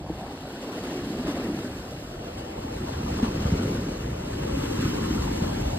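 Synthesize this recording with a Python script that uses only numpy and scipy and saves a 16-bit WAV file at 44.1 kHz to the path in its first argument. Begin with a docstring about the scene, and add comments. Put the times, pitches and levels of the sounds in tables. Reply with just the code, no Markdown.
"""Choppy lake waves run along a sloping concrete seawall while wind presses on the microphone.
A thud on the wall, a ring of damped modes, comes first over the churn: resonant bubble swarms and noise.
Each wave booms and leaves hissing foam and spray; air pockets gulp, bubble clumps gurgle and
sheets of water slap the concrete. After a lull the wind, shaped noise, freshens and eddies thump.
Two ports a little apart pick up the water; the bass is the same in both."""
import sys
import numpy as np
from scipy import signal
from scipy.fft import rfft, irfft
from scipy.io import wavfile
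from scipy.ndimage import uniform_filter1d

SR = 44100
rng = np.random.default_rng(int(sys.argv[2]) if len(sys.argv) > 2 else 0)


def store_wav(level_fs):
    """Save 16-bit WAV to argv[1]."""
    pcm = np.round(np.clip(np.atleast_2d(level_fs), -1, 1) * 32767)
    wavfile.write(sys.argv[1], SR, pcm.T.astype(np.int16))


N = 255074
TIME = np.arange(N) / SR
FRAME = 1024  # samples in a short-time spectrum
HZ = np.fft.rfftfreq(FRAME, 1 / SR)[:, None]

# waves that break on the wall: (crest [s], strength over the calm wash [dB], build-up [s], drain [s],
# weight of the trapped air in the boom [dB], boom pitch [Hz])
WAVES = [(.14, 0.5, 0.046, 1, -25, 277), (.92, 6.5, 0.35, 0.37, -0.5, 306), (1.4, 4, 0.37, 0.092, 2, 293),
         (2.361, -2.5, 0.15, 0.31, 1, 285), (2.95, 2.5, 0.29, 0.42, 3, 221), (3.6, 8, 0.52, 0.24, 0.5, 191),
         (4.84, 8, 0.46, 0.71, 1.5, 247), (5.42, 4.5, 0.5, 1, -10, 195)]
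# answer of a bubble size to the waves: (calm level [dB], rise per surge [dB/dB], delay [s],
# change per treble level [dB/dB])
BOOM_LAW = (-43, 1.3344, 0.14, -0.15)
FOAM_LAW = (-54.4, 0.96, 0.02, 0.5)
SPRAY_LAW = (-57.7, 0.85, 0.02, 1)
# rise and fall of the treble, with a brief dip near 2.2 s; each law scales it: (time [s], level [dB])
TREBLE_LEVEL = [(0, -7.6), (.45, -5.4), (.9, -4.2), (1.25, -5), (1.45, -4.2), (1.75, -1.2), (2.1, -2),
                (2.19, -5.2), (2.3, -3.6), (2.55, -4.4), (2.7, -2.7), (3.45, -3.6), (3.8, -2), (4.25, -3.2),
                (4.7, -.6), (5.1, -1), (5.78, -1.3)]
# the churn before its hollow, slaps and tumbling: (time [s], level [dB])
CHURN_LEVEL = [(0, -45), (.15, -39.5), (.55, -41), (.85, -37.5), (1.15, -39), (1.4, -38.5), (1.7, -40.5),
               (2.05, -43.5), (2.3, -42), (2.7, -41), (3.1, -40.5), (3.55, -35.5), (3.9, -39), (4.2, -40.5),
               (4.5, -38), (4.95, -37.5), (5.3, -38), (5.78, -39.5)]
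# relative spectra of the bubble sizes: (frequency [Hz], level per Hz [dB])
BOOM_SPECTRUM = [(50, -65), (130, -5), (190, -1), (280, 0.5), (380, -4), (520, -15), (800, -46),
                 (2000, -71)]
CHURN_SPECTRUM = [(150, -11), (350, 4), (520, 5), (700, 2.5), (1000, -3.5), (1500, -7.5), (2000, -12.5),
                  (3000, -12), (7000, -61)]
FOAM_SPECTRUM = [(700, -17), (1600, -7), (2200, -5), (2800, 0), (3600, -4.5), (4400, -3.7), (5500, -8),
                 (7000, -15), (9000, -24), (16000, -45)]
SPRAY_SPECTRUM = [(2500, -25), (4500, -3), (5600, 2), (7000, 0), (8500, -1), (10000, -2.5), (11500, -5),
                  (13700, -5.5), (15500, -16)]
# a wandering spectral peak: (time [s], pitch [Hz], lift [dB])
CHURN_PEAK = [(0, 780, 7.5), (.55, 755, -0.5), (.9, 1870, 1.5), (1.6, 2000, 3), (2.1, 770, 1),
              (2.65, 787, 5.5), (3.1, 1050, -0.5), (3.9, 1100, -0.5), (4.5, 1380, 0.5), (5.05, 1150, 5),
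              (5.5, 860, 3.5), (5.78, 770, 7)]
FOAM_PEAK = [(0, 3800, 1), (.45, 3820, 2.5), (1.0, 3850, 0.5), (1.6, 4200, 0.5), (2.6, 5000, 0),
             (4.1, 4900, 0), (4.4, 3060, 1), (4.8, 2900, 2), (5.3, 3000, -1.5), (5.78, 3800, 2.5)]
SPRAY_PEAK = [(0, 4300, 2), (1.6, 4500, 2), (2.6, 5000, 2.5), (3.0, 5800, 4.5), (4.1, 6200, 4),
              (4.8, 6000, 4), (5.78, 6400, 3.5)]
# a narrow hollow in the churn, a bump where positive: (time [s], pitch [Hz], change [dB])
HOLLOW = [(0, 1460, -1), (.55, 1190, -1), (1.3, 800, -1.5), (1.9, 950, -1.5), (2.5, 980, -2),
          (2.75, 895, -2), (2.95, 706, 2), (4.1, 760, -0.5), (4.8, 650, -11.5), (5.5, 584, 3)]
# the port pair, before its blend toward mono: (frequency [Hz], left-right likeness [0-1],
# lead of the left [rad], left over right [dB])
PORTS = [(250, .6, 1.8, 6), (450, .8, 2.6, 2.2), (660, .92, 3.15, 1), (820, .7, 3.6, 2.5),
         (1050, .45, 4.6, 4.6), (1600, .74, 6, 3.5), (2100, .66, 7.7, 1), (2400, .72, 9.4, 0),
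         (2750, .72, 10, 0), (3200, .68, 9.9, -.6), (4100, .45, 10.1, -2.4), (5100, .82, 8.9, -2.5),
         (5900, .9, 9.5, .7), (6600, .76, 10.1, .4), (8000, .68, 12.2, -.8), (10200, .88, 15.7, 0),
         (12400, .82, 18.85, 0), (15500, .7, 23.4, 0)]
# the ports share all below an edge: (time [s], edge [Hz], steepness [filter order], share above it [0-1])
MONO_BELOW = [(0, 1070, 11, 0.01), (1.5, 1020, 10, 0), (2.1, 730, 13, 0), (2.7, 536, 12, 0.01),
              (4.0, 564, 12, 0.02), (4.5, 396, 6, 0), (5.78, 410, 4.5, 0)]
# foam spread widely along the wall makes the ports less alike in one band: (time [s], loss of likeness [0-1])
FOAM_SPREAD = [(0, .95), (1.5, .8), (2.2, .35), (4.0, .25), (4.6, 0)]
FOAM_SPREAD_HZ, FOAM_SPREAD_OCTAVES = 4150, .29
# wind at the microphone before its gusts, a lull and then a fresh breeze: (time [s], level [dB])
WIND_LEVEL = [(0, -38), (.25, -42.5), (.72, -47.5), (1.0, -42), (2.55, -40), (2.95, -33), (3.5, -30.5),
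              (3.85, -34.5), (4.55, -32), (5.15, -29.5), (5.78, -30)]
# relative spectrum of the wind: (frequency [Hz], level per Hz [dB])
RUMBLE_SPECTRUM = [(15, -58), (28, -25), (45, 1), (63, -8.5), (100, 2), (150, -5.5), (250, -15), (600, -81),
                   (2000, -80)]
# rings of a lump of water on the wall: (frequency [Hz], peak before the trim [dB], t60 [s])
THUD_RINGS = [(169, -16, 0.067), (321, -14.5, 0.09), (466, -20.5, 0.051)]
# air pockets that close under a crest: (time [s], peak before the trim [dB], pitch [Hz])
GULPS = [(0.213, -23.5, 192), (1.194, -13.5, 248), (1.287, -17.5, 290), (1.38, -17.5, 243),
         (1.497, -14.5, 293), (1.641, -20, 245), (2.398, -25.5, 258), (2.645, -20, 258), (3.226, -6.5, 232),
         (3.345, -20.5, 303), (3.445, -18, 205), (3.594, -12, 231), (3.754, -19.5, 327), (4.45, -23, 338),
         (4.569, -14, 269), (4.631, -16.5, 274), (4.824, -14, 273), (4.854, -14, 303), (5.104, -15.5, 297),
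         (5.417, -11, 193)]
# clumps of bubbles out of the wash: (time [s], level over the uncoloured wash [dB], pitch [Hz], length [s])
GURGLES = [(.78, 0, 1360, .035), (.895, 4, 1920, 0.027), (1.275, 3, 1050, 0.021), (1.36, -1.5, 1080, .2),
           (2.265, 5, 775, .04), (2.545, -3, 765, 0.037), (2.86, 4, 880, .16), (3.06, 9, 1080, .03),
           (3.075, 6, 686, 0.027), (3.17, 5, 1044, 0.13), (3.92, 2, 1140, 0.042), (4.38, 3, 606, .025),
           (4.465, 5, 1210, 0.03), (4.821, 4, 1640, 0.067), (5.0, 0, 1090, 0.066), (5.09, -6, 760, 0.041),
           (5.425, -4, 645, 0.021), (5.49, -1, 880, 0.041)]
# sheets of water that slap the concrete, before their raggedness: (time [s], rise of the churn [dB],
# rise of the hiss [dB], twice the time to the peak [s])
SLAPS = [(0.9, 1, 2, 0.023), (1.26, 4.5, 4.5, 0.041), (1.34, 3.5, 1, 0.051), (1.538, 0.5, 3.5, 0.066),
         (2.37, 1.5, 4, 0.027), (3.073, 3, 1.5, 0.066), (3.223, 5.5, 4, .024), (4.803, 1.5, 2.8, 0.036),
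         (5.417, 2, 0.5, .025)]
# eddies that strike the microphone: (time [s], peak before the trim [dB], pitch [Hz], t60 [s])
BUFFETS = [(3.452, -9.5, 86.5, 0.081), (3.519, -9, 173, 0.1), (3.524, -8.5, 85, 0.073),
           (4.565, -20, 91.5, 0.054), (4.848, -11, 128, 0.036), (5.19, -15, 69, 0.22),
           (5.654, -11, 63, 0.092)]


def gain_of(db):
    """Level: decibels as an amplitude ratio."""
    return 10 ** (np.asarray(db) / 20)


def evened(x):
    """Normalisation: a signal scaled to rms 1."""
    return x / np.sqrt(np.mean(x ** 2) + 1e-20)


def curves(rows, t=TIME):
    """Linear interpolation: every column of a time table at the times t."""
    s, *columns = np.transpose(rows)
    return [np.interp(t, s, c) for c in columns]


def spectra(rows):
    """Logarithmic pitch scale: every column of a frequency table, interpolated over log frequency."""
    f, *columns = np.transpose(rows)
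    return [np.interp(np.log(HZ + 1), np.log(f), c) for c in columns]


def bell(centre_hz, octaves):
    """Resonance shape: a Gaussian over pitch, 1 at its centre."""
    distance = np.log2((HZ + 1) / centre_hz)
    return np.exp(-(distance / octaves) ** 2)


def to_frames(x):
    """Short-time Fourier analysis: frame times and spectra."""
    return signal.stft(x, SR, nperseg=FRAME, noverlap=FRAME - FRAME // 4)[1:]


def to_sound(z):
    """Overlap-add synthesis: short-time spectra back to samples."""
    return signal.istft(z, SR, nperseg=FRAME, noverlap=FRAME - FRAME // 4)[1][..., :N]


def flutter(rate_hz):
    """Turbulent fluctuation: band-shaped noise of rms 1, from about 2 Hz to the given rate."""
    f = np.fft.rfftfreq(N, 1 / SR)
    band = np.exp(-(f / rate_hz) ** 2) * (1 - np.exp(-(f / 2) ** 2))
    return evened(irfft(rfft(rng.standard_normal(N)) * band, N))


def patches(shape, frames, bins):
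    """Local variation: a smoothed random field of rms 1, as if single splashes had their own colours."""
    field = uniform_filter1d(rng.standard_normal(shape), bins, axis=0)
    for _ in range(2):
        field = uniform_filter1d(field, frames, axis=1)
    return evened(field)


def ring(hz, t60, swell_s, glide):
    """Damped resonance: a sine swells and decays; its pitch shifts by the fraction 2 * glide over t60."""
    t = np.arange(int(t60 * SR) + 2) / SR
    shape = (1 - np.exp(-(t / swell_s) ** 2)) * gain_of(-60 * t / t60)
    return shape / shape.max() * np.sin(2 * np.pi * hz * t * (1 + glide * t / t60))


def thumps(rows, trim_db, swell_s, glide):
    """Superposition: damped rings (time [s], peak before the trim [dB], pitch [Hz], t60 [s]) add up."""
    out = np.zeros(N)
    for s, db, hz, t60 in rows:
        thump = gain_of(db + trim_db) * ring(hz, t60, swell_s, glide)
        part = out[round(s * SR):][:len(thump)]
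        part += thump[:len(part)]
    return out


def bubbles(low_hz, high_hz, per_s, cycles, spread_db, share, count=24):
    """Bubble resonance: two unrelated swarms of rising rings over the smooth noise of countless far ones."""
    swarm = np.zeros((2, N))
    for hz in np.geomspace(low_hz, high_hz, count):
        sizes = gain_of(spread_db * np.minimum(rng.exponential(1, (2, N)), 4))
        births = sizes * (rng.random((2, N)) < per_s / count / SR)
        bubble = ring(hz, cycles / hz, swell_s=.5 / hz, glide=0.12)
        swarm += signal.oaconvolve(births, hz * bubble[None], axes=1)[:, :N]
    # the swarm has the same power per Hz as the noise within its band
    swarm = evened(swarm) * np.sqrt(2 * (high_hz - low_hz) / SR)
    return np.sqrt(share) * swarm + np.sqrt(1 - share) * rng.standard_normal((2, N))


def at_ports(pair, colour, peak, peak_octaves, patchy_db):
    """Interaural coherence: colours and blends two sounds into left and right; their mean has rms 1."""
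    t, (a, b) = to_frames(pair)
    likeness, lead, balance_db = spectra(PORTS)
    edge_hz, steepness, shared = curves(MONO_BELOW, t)
    apart = (1 - np.clip(shared, 0, 1)) * (1 - 1 / (1 + (HZ / edge_hz) ** steepness))
    spread_loss = curves(FOAM_SPREAD, t)[0] * bell(FOAM_SPREAD_HZ, FOAM_SPREAD_OCTAVES)
    likeness = np.clip(likeness * (1 - spread_loss), 0, .92)
    # water to one side reaches the ports at different times
    same = 1 - apart + apart * likeness * np.exp(-1j * lead)
    right = same * a + np.sqrt(np.maximum(1 - abs(same) ** 2, 0)) * b
    lean = gain_of(np.sqrt(apart) * balance_db / 2)
    peak_hz, peak_db = curves(peak, t)
    gain = gain_of(spectra(colour)[0] + peak_db * bell(peak_hz, peak_octaves))
    # the colour moves while the expected loudness of the mean stays
    gain = gain / np.sqrt((gain ** 2 * (1 + same.real)).sum(0))
    gain = gain * gain_of(patchy_db * patches(a.shape, frames=7, bins=7))
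    out = to_sound(np.array([a * lean, right / lean]) * gain)
    return out / np.std(out.mean(0))


def swells(t):
    """Wave growth and decay: power builds as a bell curve to each crest, then drains exponentially."""
    powers = []
    for crest, db, build, drain, *_ in WAVES:
        before = np.minimum(t - crest, 0) / build
        after = np.maximum(t - crest, 0) / drain
        powers.append(gain_of(db) ** 2 * np.exp(-before ** 2 - after))
    return np.array(powers)


def level(law, weights=1):
    """Energy summation: the calm level [dB] of one bubble size, raised by the surge of all waves."""
    calm_db, follow, delay, treble = law
    surge_db = 10 * np.log10(1 + (weights * swells(TIME - delay).T).sum(1))
    return calm_db + follow * surge_db + treble * curves(TREBLE_LEVEL)[0]


def commonest(pitches, lift_db, delay_s):
    """Weighted mean: rows (time [s], pitch [Hz], lift [dB]) led by the strongest wave a moment ago."""
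    t = TIME[::FRAME]
    power = swells(t - delay_s) ** 2 + 1e-12
    share = power / power.sum(0)
    return np.column_stack([t, pitches @ share, np.full(len(t), lift_db)])


def boom():
    """Low bubble resonance: clouds of trapped air boom as waves break, at the pitch of the wave."""
    *_, air_db, boom_hz = np.transpose(WAVES)
    pair = bubbles(140.7, 546, per_s=330, cycles=31.7, spread_db=1.0, share=0.17)
    peak = commonest(boom_hz, lift_db=3.5, delay_s=0.16)
    pair = at_ports(pair, BOOM_SPECTRUM, peak, peak_octaves=0.48, patchy_db=-0.7)
    return pair * gain_of(level(BOOM_LAW, gain_of(air_db) ** 2) + 0.56 * flutter(rate_hz=9))


def hollowed(pair, octaves):
    """Spectral notch: a narrow hollow wanders in pitch and depth."""
    t, z = to_frames(pair)
    hz, change_db = curves(HOLLOW, t)
    return to_sound(z * gain_of(change_db * bell(hz, octaves)))


def churn(tumble, splash_db):
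    """Middle bubble resonance: tumbling water rings with bubbles and gurgles, on its own level curve."""
    pair = bubbles(464.0, 2463, per_s=520, cycles=22.6, spread_db=1.7, share=0.46)
    pair = pair + gurgles(scatter_octaves=.2, cycles=25)
    pair = at_ports(pair, CHURN_SPECTRUM, CHURN_PEAK, peak_octaves=0.32, patchy_db=1.47)
    pair = hollowed(pair, octaves=0.11)
    return pair * gain_of(curves(CHURN_LEVEL)[0] + splash_db + 0.35 * tumble)


def foam(tumble, slap_db):
    """Small-bubble resonance: many short, high rings merge into a hiss."""
    pair = bubbles(1720, 6700, per_s=2800, cycles=5.7, spread_db=6.0, share=0.15)
    pair = at_ports(pair, FOAM_SPECTRUM, FOAM_PEAK, peak_octaves=.25, patchy_db=1.2)
    return pair * gain_of(level(FOAM_LAW) + slap_db + 0.6 * tumble)


def spray(tumble, slap_db):
    """Finest bubble resonance: the highest rings and noise make the spray's hiss."""
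    pair = bubbles(5000, 15500, per_s=1800, cycles=8, spread_db=3.6, share=.33)
    pair = at_ports(pair, SPRAY_SPECTRUM, SPRAY_PEAK, peak_octaves=.22, patchy_db=1.3)
    return pair * gain_of(level(SPRAY_LAW) + 0.96 * slap_db + 0.75 * tumble)


def surf():
    """Common modulation: waves stir boom, foam and spray; tumbling and slaps move churn, foam and spray."""
    tumble = flutter(rate_hz=28)
    splash_db, slap_db = slaps(ragged=.3)
    return boom() + churn(tumble, splash_db) + foam(tumble, slap_db) + spray(tumble, slap_db)


def wind():
    """Turbulent pressure: low noise with gusts on the microphone, the same in both ears."""
    z = to_frames(rng.standard_normal(N))[1]
    rumble = to_sound(z * gain_of(spectra(RUMBLE_SPECTRUM)[0]))
    gusts_db = 1.5 * flutter(rate_hz=24)
    return evened(rumble) * gain_of(curves(WIND_LEVEL)[0] + gusts_db)


def thud():
    """Impact excitation: a lump of water strikes a few low, heavily damped rings at once."""
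    rows = [(.096, db, hz, t60) for hz, db, t60 in THUD_RINGS]
    return thumps(rows, trim_db=-7.5, swell_s=0.0015, glide=-0.035)


def gulps():
    """Cavity resonance: each closing air pocket rings down while its pitch rises a little."""
    t60 = 0.081  # s
    return thumps([(*row, t60) for row in GULPS], trim_db=-7.0, swell_s=0.0036, glide=0.024)


def gurgles(scatter_octaves, cycles, count=14):
    """Clustered resonance: bubbles of about one size in a ragged burst, scaled to the energy of the wash."""
    out = np.zeros((2, N))
    for s, db, hz, length in GURGLES:
        for port in out:
            late, detune, size = rng.random((3, count))
            pitches = hz * 2 ** (scatter_octaves * (2 * detune - 1))
            rows = np.column_stack([s + length * late, -10 * size, pitches, cycles / pitches])
            clump = thumps(rows, trim_db=0, swell_s=.5 / hz, glide=.1)
            wash_energy = 2 * hz * scatter_octaves * length
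            port += clump * gain_of(db) * np.sqrt(wash_energy / (clump @ clump + 1e-20))
    return out


def slaps(ragged):
    """Impact transient: churn and hiss rise [dB] and fall as a sheet of water lands and tears into drops."""
    rise = np.zeros((2, N))
    for s, churn_db, hiss_db, length in SLAPS:
        u = np.maximum(TIME - s, 0) / (length / 2)
        rise += np.outer([churn_db, hiss_db], u * np.exp(1 - u))
    return rise * (1 + ragged * flutter(rate_hz=110))


def buffets():
    """Eddy impact: low, falling, damped thumps on the microphone."""
    return thumps(BUFFETS, trim_db=-5.5, swell_s=0.0038, glide=-0.14)


def scene():
    """Superposition: surf, wind, thud, gulps and buffets add as pressures."""
    return surf() + wind() + thud() + gulps() + buffets()


def record(dry):
    """Linear filtering: the microphone's bass roll-off, then the upper band limit."""
    bass_cut = signal.butter(4, 41.7, "high", fs=SR, output="sos")
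    thinned = signal.sosfilt(bass_cut, dry)
    band_limit = signal.firwin(511, 15700, window=("kaiser", 9), fs=SR)
    return signal.oaconvolve(thinned, band_limit[None], "same")


dry = scene()
out = record(dry)
store_wav(out)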